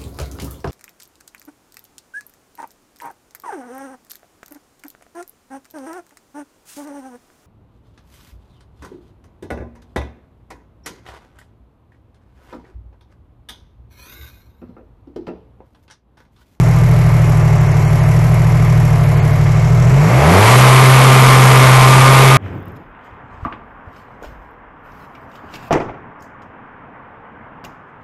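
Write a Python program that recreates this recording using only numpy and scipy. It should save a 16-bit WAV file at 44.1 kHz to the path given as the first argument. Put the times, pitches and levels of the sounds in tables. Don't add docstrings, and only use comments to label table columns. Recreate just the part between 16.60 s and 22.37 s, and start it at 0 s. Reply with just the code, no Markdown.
import sys
import numpy as np
from scipy import signal
from scipy.fft import rfft, irfft
from scipy.io import wavfile
from scipy.ndimage import uniform_filter1d

SR = 44100
rng = np.random.default_rng(int(sys.argv[2]) if len(sys.argv) > 2 else 0)


def pcm_store(signal):
    levels = np.round(np.clip(np.atleast_2d(signal), -1, 1) * 32767)
    wavfile.write(sys.argv[1], SR, levels.astype(np.int16).T)


def ratio(d):
    e = np.asarray(d, float) / 20
    return 10 ** e


N = 254450
T = np.arange(N) / SR
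HZ = np.fft.rfftfreq(N, 1 / SR)
FOLD_HZ, TOP_HZ = 11980, 14560


def level(x, db):
    return x * ratio(db) / np.sqrt(np.mean(x ** 2))


def curves(table):
    s, *columns = np.transpose(table)
    return [np.interp(T, s, column) for column in columns]


def bells(x, rows):
    return sum(height * np.exp(-(2 * (x - centre) / width) ** 2) for centre, width, height in rows)


def walk(rate):
    hold = int(SR / rate)
    steps = np.repeat(rng.standard_normal(N // hold + 1), hold)
    return 1.291 * uniform_filter1d(uniform_filter1d(steps, hold), hold)[:N]


def colour(x, points, peaks=()):
    hz, db = np.transpose(points)
    shape_db = np.interp(np.log(HZ + 1), np.log(hz), db)
    shape_db = shape_db + sum(db / (1 + (2 * (HZ - f) / w) ** 2) for f, w, db in peaks)
    return irfft(rfft(x) * ratio(shape_db), N)


def ring(x, modes):
    out = 0
    for hz, width_hz, gain in modes:
        pole = np.exp((2j * hz - width_hz) * np.pi / SR)
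        out = out + gain * signal.lfilter([1], [1, -pole], x).imag
    return out


def pulses(phase, at, size):
    place = np.interp(at, phase, np.arange(N - 0.), left=0, right=0)
    size = size * (place > 0)
    i, part = place.astype(int), place % 1
    early = np.bincount(i, size * (1 - part), N + 1)[:N]
    late = np.bincount(i + 1, size * part, N + 1)[:N]
    return early + late


def boom(phase, idle, ports, modes):
    k = np.arange(-1, int(phase[-1]))
    size_chance, lag_chance = rng.standard_normal((len(k), 2)).T
    size, lag = np.transpose(ports)
    uneven = np.interp(k, phase, idle)
    size = (1 + uneven * (size[k % 3] - 1)) * ratio(0.75 * size_chance)
    usual_lag = np.median(lag)
    at = k + usual_lag + uneven * (lag[k % 3] - usual_lag) + .005 * lag_chance
    push = np.hanning(int(SR / 250))
    return ring(np.convolve(pulses(phase, at, size), push / len(push))[:N], modes)


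def exhaust_boom(phase, idle):
    ports = [(1, .437), (1, .421), (1.12, .447)]
    # frequency in Hz, width in Hz, signed gain as a ratio.
    modes = [(96.9, 34.7, .69), (127.4, 16.8, -1.59), (162.4, 20.8, .86)]
    return boom(phase, idle, ports, modes)


def airbox_boom(phase, idle):
    ports = [(1, .358), (1.04, .515), (1.05, .355)]
    # frequency in Hz, width in Hz, signed gain as a ratio.
    modes = [(42.3, 11, -.195), (80.7, 11.6, -.325), (146.8, 24.5, .97)]
    return boom(phase, idle, ports, modes)


def pipes(phase, idle, hz, boom_db):
    # firing rate in Hz, width in Hz, boom gain in dB.
    rate_gains = [(73, 15, -5.5), (108, 39, 5.5)]
    out = exhaust_boom(phase, idle) + airbox_boom(phase, idle)
    out = ratio(boom_db + bells(hz, rate_gains)) * out
    cycle = np.searchsorted(phase, phase[0] + 3)
    out[:cycle] = out[cycle:2 * cycle]
    return out


def load(phase, levels):
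    # frequency in Hz, width in Hz, level in dB.
    block = [(430, 100, -3.5), (660, 310, 10), (2070, 100, -15)]
    k = np.arange(int(phase[-1]))
    crack_time, crack_size, slap_chance = rng.standard_normal((len(k), 3)).T
    blows = pulses(phase, k + .3 + .004 * crack_time, ratio(1.2 * crack_size))
    crack = ring(blows, [(f, w, ratio(db)) for f, w, db in block])
    slaps = pulses(phase, k + .55 + .004 * slap_chance, (k % 2) * ratio(1.2 * slap_chance))
    slap_band = signal.butter(2, [300, 950], "bandpass", fs=SR, output="sos")
    slap = signal.sosfilt(slap_band, slaps)
    out = ratio(levels["thump"]) * np.sqrt(2) * np.cos(2 * np.pi * phase)
    out = out + ratio(levels["crack"]) * crack / np.std(crack[-SR:])
    return out + ratio(levels["slap"]) * slap / np.std(slap[-SR:])


def clatter(phase, idle):
    # lower edge in Hz, upper edge in Hz, swell depth as a ratio, slow drift in dB.
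    parts = [(0, 2800, .12, .3), (2800, 5200, .55, .5), (5200, 8300, 1.1, 1.2), (8300, 11980, 1.5, 1.5)]
    # frequency in Hz, spectral density in dB per Hz.
    spectrum = [(120, 1), (200, 0), (390, -8), (531, -5.5), (599, -1), (723, 0), (1230, -7.5), (1390, -8.5),
                (2130, -8), (3500, -23), (7560, -22.5), (8670, -33), (12000, -25), (15600, -56),
                (22000, -120)]
    # frequency in Hz, width in Hz, level in dB.
    cowl = [(406, 162, 9.5), (607, 69, 3.5), (1037, 100, 5), (1179, 14, 12), (1300, 12, 11.5),
            (2167, 170, 4), (5600, 370, 4), (11700, 320, 0.5)]
    k = np.floor(phase - .15).astype(int) + 1
    part = (phase - .15) % 1
    swell = np.clip(part / 0.1, 0, 1) * np.exp(-part / 0.27)
    cylinder_db = np.array([7., 8., 4.])[(k + 2) % 3]
    shared = rng.uniform(-.6, .6, k.max() + 1)
    mix = 0
    for lo_hz, hi_hz, depth, drift_db in parts:
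        scatter = (shared + rng.uniform(-1, 1, k.max() + 1))[k]
        swell_db = cylinder_db + 2.5 * scatter
        gain_db = idle * depth * swell_db * swell + drift_db * walk(3.58)
        noise = rng.standard_normal(N) * ratio(gain_db)
        mix = mix + rfft(level(noise, 0)) * (HZ >= lo_hz) * (HZ < hi_hz)
    return level(colour(irfft(mix, N), [(100, -58)] + spectrum, cowl), 0)


def drive(phase, levels):
    # frequency in Hz, spectral density in dB per Hz.
    spectrum = [(120, -4.5), (200, -0.5), (340, -20), (383, 2), (550, -4.5), (984, 0.5), (1190, 0.5),
                (1670, -8.5), (2200, -6.5), (4080, -18.5), (12000, -22), (15600, -23), (22000, -120)]
    orders = 8.14, 9.16, 16, 17
    # centre in seconds, length in seconds, lower and upper whine gain in dB.
    surges = [
        (3.98, 0.3, 1.5, -2.5),
        (5.064, 0.12, -3, -4),
        (5.21, 0.25, 7, 0),
        (5.346, 0.12, -11, 3.5),
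        (5.52, 0.13, 2.5, 6),
        (5.77, 0.17, -4, 4.5),
    ]
    low_db = levels["low_whine"] + bells(T, [(s, length, low) for s, length, low, _ in surges])
    high_db = levels["high_whine"] + bells(T, [(s, length, high) for s, length, _, high in surges])
    chain_db = levels["chain"]
    hiss_points = [(20, -28), (50, -54), (100, -7)] + spectrum
    hiss = colour(rng.standard_normal(N), hiss_points, [(2260, 190, 2.7), (930, 90, 1.3)])
    out = level(hiss, 0) * ratio(levels["hiss"])
    tone_levels = low_db, high_db, chain_db, chain_db
    waver_hz = 3.5, 3.5, 1.5, 4
    for order, db, hz in zip(orders, tone_levels, waver_hz):
        waver = np.cumsum(hz * walk(35)) / SR
        flutter_db = 1.6 * walk(25)
        out += ratio(db + flutter_db) * np.sqrt(2) * np.sin(2 * np.pi * (order * phase + waver))
    return out


def effort(hz):
    # dB at idle, dB at cruising speed, dB added at full strain.
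    source_levels = dict(boom=(1.31, -3.5, 2.4), clatter=(-24, -25.5, 15.7), hiss=(-46, -6.5, 3.9),
                     low_whine=(-47, -15, 1.3), high_whine=(-44, -13.5, 1.4), chain=(-51, -21.5, 1.5),
                     crack=(-35, -21, 18.3), slap=(-44, -16, 3), thump=(-51, -27.5, 29.7))
    # time in seconds, strain from 0 to 1 as the engine labours against the clutch.
    labour = [
        (3.2, 0.07),
        (3.45, 0.46),
        (3.75, 0.96),
        (3.95, 0),
        (4.3, 0),
    ]
    idle_hz, cruise_hz = 41, 127
    rev = np.clip(np.log(hz / idle_hz) / np.log(cruise_hz / idle_hz), 0, 1)
    strain, = curves(labour)
    return {name: idle_db + rev * (cruise_db - idle_db) + strain * strain_db
            for name, (idle_db, cruise_db, strain_db) in source_levels.items()}


def scene():
    # time in seconds, firing rate in Hz; the rate glides by a steady ratio between rows.
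    speed = [(0.0, 39.5), (0.29, 39.87), (0.91, 38.11), (1.12, 37.08), (1.44, 38.12), (1.61, 39.35),
             (2.19, 39.32), (2.37, 37.92), (2.73, 36.66), (3.26, 41.03), (3.38, 47.14), (3.9, 123.11),
             (3.97, 127.48), (4.42, 130.96), (4.53, 129.7), (5.22, 128.59), (5.31, 130.31), (5.77, 133.06)]
    # frequency in Hz, width in Hz, gain in dB.
    harmonic_dip = [(263, 96, -9)]
    hz = np.exp(curves([(s, np.log(f)) for s, f in speed])[0])
    phase = np.cumsum(hz) / SR - .207
    db = effort(hz)
    idle = np.clip((47 - hz) / 6, .04, 1)
    engine = pipes(phase, idle, hz, db["boom"]) + load(phase, db)
    exhaust = colour(engine, [(20, 0), (20000, 0)], harmonic_dip)
    return (exhaust + ratio(db["clatter"]) * clatter(phase, idle) + drive(phase, db))[None]


def treble_dropouts(x):
    # centre in seconds, length in seconds, share of bands lost from 0 to 1.
    dropouts = [(.615, .02, .4), (.83, .02, .4), (.99, .02, .5), (1.09, .015, .5), (1.135, .03, .6),
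                (1.27, .04, .6), (1.32, .02, .4), (1.41, .015, .5), (1.45, .03, .6), (2.41, .02, .3),
                (2.455, .02, .4), (2.565, .012, .7), (2.612, .028, .9), (2.73, .015, .5)]
    spectrum, out = rfft(x), 0
    edges_hz = np.r_[0, np.arange(3000, 12000, 350), SR]
    luck = rng.uniform(size=(len(dropouts), len(edges_hz)))
    for k, (lo_hz, hi_hz) in enumerate(zip(edges_hz, edges_hz[1:])):
        holes = []
        for j, (s, length, share) in enumerate(dropouts):
            lost = luck[j, k] < share ** 1.3 * min(lo_hz / 8000, 1)
            holes.append((s, length, 1.3 * lost))
        band = irfft(spectrum * (HZ >= lo_hz) * (HZ < hi_hz), N)
        out = out + band * ratio(-18 * np.minimum(bells(T, holes), 1))
    return out


def faint_top(clipped):
    # centre in seconds, length in seconds, threshold change in dB.
    spells = [
        (.3, .6, -9),
        (.86, .06, -10),
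        (1.35, .4, -8),
        (2.55, .2, -9),
        (2.95, .5, -8),
        (3.42, .35, -14),
    ]
    faint = clipped * ratio(-9.5 - 5 * (HZ - FOLD_HZ) / 2000)
    edges_hz = np.linspace(FOLD_HZ, TOP_HZ, num=5)
    whole = irfft(faint * (HZ >= FOLD_HZ) * (HZ < TOP_HZ), N)[0]
    power = uniform_filter1d(whole ** 2, size=500)
    threshold_db = -65.5 + bells(T, spells) + 4 * walk(60)
    out = 0
    for lo_hz, hi_hz in zip(edges_hz, edges_hz[1:]):
        loud = power > ratio(threshold_db + 2.5 * walk(45)) ** 2
        band = irfft(faint * (HZ >= lo_hz) * (HZ < hi_hz), N)
        out = out + uniform_filter1d(1. * loud, size=200) * band
    return out


def roll_off(x):
    return signal.sosfilt(signal.butter(12, 14850, fs=SR, output="sos"), x)


def record(dry):
    clip = 0.62
    clipped = rfft(np.clip(dry, -clip, clip))
    body = ratio(3.3 * (HZ / FOLD_HZ) ** 6) * (HZ > 4) * (HZ < FOLD_HZ)
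    mix = treble_dropouts(irfft(clipped * body, N) + faint_top(clipped))
    return roll_off(mix)


dry = scene()
out = record(dry)
pcm_store(out)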